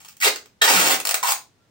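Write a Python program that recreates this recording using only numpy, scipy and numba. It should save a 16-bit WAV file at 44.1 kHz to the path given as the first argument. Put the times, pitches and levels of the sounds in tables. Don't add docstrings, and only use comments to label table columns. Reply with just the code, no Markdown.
import sys
import numpy as np
from scipy import signal
from scipy.fft import rfft, irfft, next_fast_len
from scipy.io import wavfile
from scipy.ndimage import uniform_filter1d
from numba import njit

SR = 44100
rng = np.random.default_rng(int(sys.argv[2]) if len(sys.argv) > 2 else 0)


def rack_gain(trim_db):
    fader = np.asarray(trim_db, float)
    return 10 ** (fader / 20)


def inscribe(sig):
    pcm = np.round(np.clip(np.atleast_2d(sig).T, -1, 1) * 32767)
    wavfile.write(sys.argv[1], SR, pcm.astype(np.int16))


N = 74970


def evened(x):
    return x / np.sqrt(np.mean(x ** 2) + 1e-20)


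def read(points, hz):
    f, value = np.transpose(points)
    return np.interp(np.log(hz + 1), np.log(f + 1), value)


def level(curve):
    s, db = np.transpose(curve)
    return rack_gain(np.interp(np.arange(N) / SR, s, db, -200, -200))


def add(mix, s, sound):
    part = mix[round(s * SR):][:len(sound)]
    part += sound[:len(part)]


def coloured(x, points):
    hz = abs(np.fft.fftfreq(4096, 1 / SR))
    log_gain = np.log(rack_gain(read(points, hz)))
    taps = np.fft.ifft(np.exp(np.conj(signal.hilbert(log_gain)))).real[:2048]
    return signal.oaconvolve(x, taps / np.linalg.norm(taps))[:len(x)]


@njit
def swept(x, hz, damping, rate):
    above, ring, a, b = np.zeros(len(x)), np.zeros(len(x)), 0., 0.
    for i in range(len(x)):
        g = np.tan(np.pi * hz[i] / rate)
        above[i] = (x[i] - (damping + g) * a - b) / (1 + g * (damping + g))
        ring[i] = g * above[i] + a
        low = g * ring[i] + b
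        a, b = ring[i] + g * above[i], low + g * ring[i]
    return above, ring * damping


def tape():
    # t/s, level/dB
    pulls = [
        [(.201, -38.5), (.21, -34), (.226, -23), (.232, -19.5), (.25, -11.5), (.265, -16.5), (.285, -16),
         (.296, -41.5)],
        [(.6172, -9.5), (.628, -21), (.64, -17), (.65, -14), (.656, -14), (.668, -20), (.684, -15), (.696, -14),
         (.715, -19), (.74, -13.5), (.78, -17.5), (.85, -19), (.92, -18.5), (.965, -25.5)],
        [(1.2285, -16), (1.236, -21), (1.245, -28), (1.26, -22.5), (1.29, -21), (1.31, -23), (1.325, -21)],
    ]
    # t/s, level/dB
    picking = [(0, -48.5), (.04, -55), (.055, -51), (.075, -55.5), (.09, -56), (.11, -53), (.15, -69)]
    # f/Hz, relative level/dB
    film = [(100, -18.5), (300, -13), (700, -5.5), (1400, -5.5), (2500, -5), (4200, -11), (6500, -10),
            (8600, -12.5), (10000, -15.5), (12500, -20), (14000, -18), (16000, -8.5)]
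    # t/s, level/dB
    sheen = [(0, -9.5), (.2, 4.5), (.24, -11.5), (.29, -10.5), (.62, -16.5), (.95, -6.5), (1.05, 2),
             (1.15, -2), (1.25, -7), (1.32, 4.5)]
    # t/s, f/Hz, ring/dB
    strip = [(0, 900, -4), (0.192, 1500, -18.5), (0.209, 2150, 8.5), (.232, 1775, 11), (0.246, 615, -22),
             (.268, 340, 5.5), (.3, 400, 1.5), (.6, 750, 0.5), (.65, 500, -0.5), (0.699, 306.3, 5),
             (.75, 202, 4), (.85, 153, -6), (.95, 141, -3.5), (1.0, 500, -3.5), (1.05, 700, -4),
             (1.15, 750, -3.5), (1.23, 1080, 10), (1.31, 990, 6), (1.328, 757, 5)]
    slips_per_s, picks_per_s, sheen_hz = 5000, 500, 4000

    t = np.arange(N) / SR
    peel = slips(slips_per_s) * sum(level(pull) for pull in pulls)
    peel += slips(picks_per_s) * level(picking)
    drive = coloured(peel + snaps(), film)

    hiss = swept(drive, np.full(N, float(sheen_hz)), 2.0, float(SR))[0]
    drive = drive + rack_gain(np.interp(t, *np.transpose(sheen))) * hiss

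    s, hz, ring_db = np.transpose(strip)
    hz = np.exp(np.interp(t, s, np.log(hz)))
    above = swept(drive, .75 * hz, 1.5, float(SR))[0]
    broad = swept(above, .75 * hz, 1.5, float(SR))[0]
    ring = swept(above, hz, .4, float(SR))[1]
    return broad + rack_gain(np.interp(t, s, ring_db)) * ring + squeals()


def slips(per_s):
    size_spread_db, clump_db, clump_s = 3.5, 2.5, .004
    size = rack_gain(size_spread_db * np.minimum(rng.exponential(1, N), 4)) * rng.choice([-1., 1.], N)
    clumps = evened(uniform_filter1d(rng.standard_normal(N), round(clump_s * SR)))
    clicks = size * (rng.random(N) < per_s / SR)
    return evened(clicks * rack_gain(clump_db * clumps))


def snaps():
    snap_at = [.009, .0485, .057, .081, .0855, .108, .127, .1685, .3595, .4585, 1.001, 1.052, 1.0712,
               1.0912, 1.110, 1.1428, 1.229, 1.321]
    snap_db = [-48, -32, -37, -39.5, -31.5, -44, -45.5, -38.5, -19, -38, -15, -12.5, -11, -10, -9.5, -5.5,
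               -23, -10.5]
    fade_s, edge = .0016, .6
    out = np.zeros(N)
    fade = np.exp(-np.arange(512) / SR / fade_s)
    for s, db in zip(snap_at, snap_db):
        noise = rng.standard_normal(len(fade))
        z = rfft((noise + edge * (fade == 1)) * fade)
        burst = irfft(z / np.sqrt(abs(z))) * np.sqrt(fade)
        add(out, s, rack_gain(db) * burst * np.linalg.norm(fade) / np.linalg.norm(burst))
    return out


def squeals():
    # start/s, length/s, mean rate/Hz, level/dB, slope per harmonic/dB
    in_step = [(0.221, .014, 2000, -19, -14.5), (.245, 0.024, 621.4, -20.5, 13.5),
               (.262, .03, 422.7, -30.5, -14), (.263, 0.03, 2100, -22.5, -5), (0.614, .02, 645.5, -15.5, 4),
               (0.613, .024, 1793, -16.5, -16), (0.653, 0.014, 1266, -35.5, -6.5),
               (0.674, .016, 915, -15.5, -2), (0.707, 0.0081, 834, -18.5, -10),
               (0.727, 0.056, 188.7, -34.5, -21), (0.772, 0.019, 1356, -19, -13.5),
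               (0.879, 0.054, 780, -36.5, -9.5), (.82, .06, 151.7, -36, 4),
               (1.2305, 0.011, 1037, -17.5, -14.5), (1.248, 0.015, 1019, -37.5, -12.5),
               (1.273, 0.024, 1020, -24, -18.5), (1.291, 0.0072, 944, -28, -24.5),
               (1.318, 0.012, 846, -34, -10), (0.266, .014, 4630, -21.5, -22)]
    out = np.zeros(N)
    for s, length, hz, db, slope_db in in_step:
        t = np.arange(0, length, 1 / SR)
        waver = uniform_filter1d(rng.standard_normal(round(.06 * SR)), size=100)[:len(t)]
        turns = np.cumsum(hz * (1 + .28 * waver)) / SR
        stack = sum(rack_gain(slope_db * k) * np.sin(2 * np.pi * (k + 1) * turns) for k in range(6))
        swell = np.sin(np.pi * (t / length) ** .6)
        add(out, s, rack_gain(db) * evened(stack) * swell)
    return out


def room(x):
    # left/s, right/s, left/dB, right/dB
    early = [(.0024, .0028, -1.5, -4), (.0045, .0052, -10, -9), (.0098, .0091, -7, -9),
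             (.0128, .0137, -13, -12)]
    right_lag_s, change_s = .00023, .05
    taps = np.zeros((2, SR // 50))
    taps[[0, 1], [0, round(right_lag_s * SR)]] = 1
    for k, (left_s, right_s, left_db, right_db) in enumerate(early):
        at = [round(left_s * SR), round(right_s * SR)]
        taps[[0, 1], at] += (-1) ** k * rack_gain(np.array([left_db, right_db]))
    out = signal.fftconvolve(x[None], taps, axes=1)[:, :N]

    turn = np.arange(N) / SR / change_s
    for k in range(4):
        distance = abs((turn - k + 2) % 4 - 2)
        fed = x * np.cos(np.pi / 2 * np.clip(distance, 0, 1))
        out += signal.fftconvolve(fed[None], tail(), axes=1)[:, :N]
    return out


def tail():
    # f/Hz, t60/s
    decay = [(250, 0.35), (660, 0.25), (1740, 0.21), (4590, 0.26), (12100, 0.19)]
    room_db, shared_hz, rise_s = -1.5, 550, .01
    size = SR // 2
    hz, t, z = signal.stft(rng.standard_normal((2, size)), SR, nperseg=256)
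    share = 1 / (1 + (hz[:, None] / shared_hz) ** 2)
    z[1] = share * z[0] + np.sqrt(1 - share ** 2) * z[1]
    dying = z * rack_gain(-60 * t / read(decay, hz)[:, None])
    out = signal.istft(dying, SR, nperseg=256)[1][:, :size]
    out = out * np.minimum(np.arange(size) / (rise_s * SR), 1)
    return rack_gain(room_db) * out / np.linalg.norm(out[0])


def tone():
    # start/s, end/s, f/Hz, level/dB
    start, end, hz, db = (1.575, 1.69, 1370, -70)
    t = np.arange(N) / SR
    swell = np.sin(np.pi * np.clip((t - start) / (end - start), 0, 1))
    return rack_gain(db) * swell * np.sin(2 * np.pi * hz * t)


def hush():
    # f/Hz, relative level/dB
    colour = [(25, -22), (60, -4.5), (128, -4), (240, -8), (500, -13.5), (1000, -17), (2000, -21),
              (5000, -24), (15000, -36.5)]
    # f/Hz, correlation/1
    likeness = [(60, 0.31), (240, 1), (950, 0.16), (3770, 0.14), (15000, 0.18)]
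    rms_db = -63
    hz = np.fft.rfftfreq(N, 1 / SR)
    a, b = rfft(rng.standard_normal((2, N)))
    same = np.clip(read(likeness, hz), -1, 1)
    pair = np.array([a, same * a + np.sqrt(1 - same ** 2) * b])
    return rack_gain(rms_db) * evened(irfft(pair * rack_gain(read(colour, hz)), N))


def scene():
    # f/Hz, left minus right/dB
    balance = [(100, 1), (200, -4), (380, -4), (700, -0.5), (1300, -3.5), (2400, -5), (4400, 1), (8000, 3),
               (15000, -3.5)]
    # f/Hz, side gain/dB
    width = [(6000, -1.5), (9000, -2), (12500, 8), (16000, -18.5)]
    bass_cut_hz = 136
    near = signal.sosfilt(signal.butter(4, bass_cut_hz, "high", fs=SR, output="sos"), tape())

    size = next_fast_len(N + 1024)
    hz = np.fft.rfftfreq(size, 1 / SR)
    lean = rack_gain(read(balance, hz) / 2)
    left, right = rfft(room(near), size) * np.array([lean, 1 / lean])
    mid = (left + right) / 2
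    side = (left - right) / 2 * rack_gain(read(width, hz))
    pair = irfft(np.array([mid + side, mid - side]), size)[:, :N]
    return pair + hush() + tone()


def top_cut(x):
    return signal.sosfilt(signal.butter(12, 17030, fs=SR, output="sos"), x)


def record(dry):
    ceiling, edge_hz = 1.1, 15950
    gap_hz, gap_width_hz, gap_db = 11143, 693, -30.5
    soft = ceiling * np.tanh(dry / ceiling)
    hz = np.linspace(0, SR / 2, 257)
    gap = rack_gain(gap_db * np.exp(-((hz - gap_hz) / gap_width_hz) ** 4))
    taps = signal.firwin2(255, hz, gap * (hz < edge_hz), fs=SR)
    cut = signal.oaconvolve(soft, taps[None], "same")
    return top_cut(cut)


dry = scene()
out = record(dry)
inscribe(out)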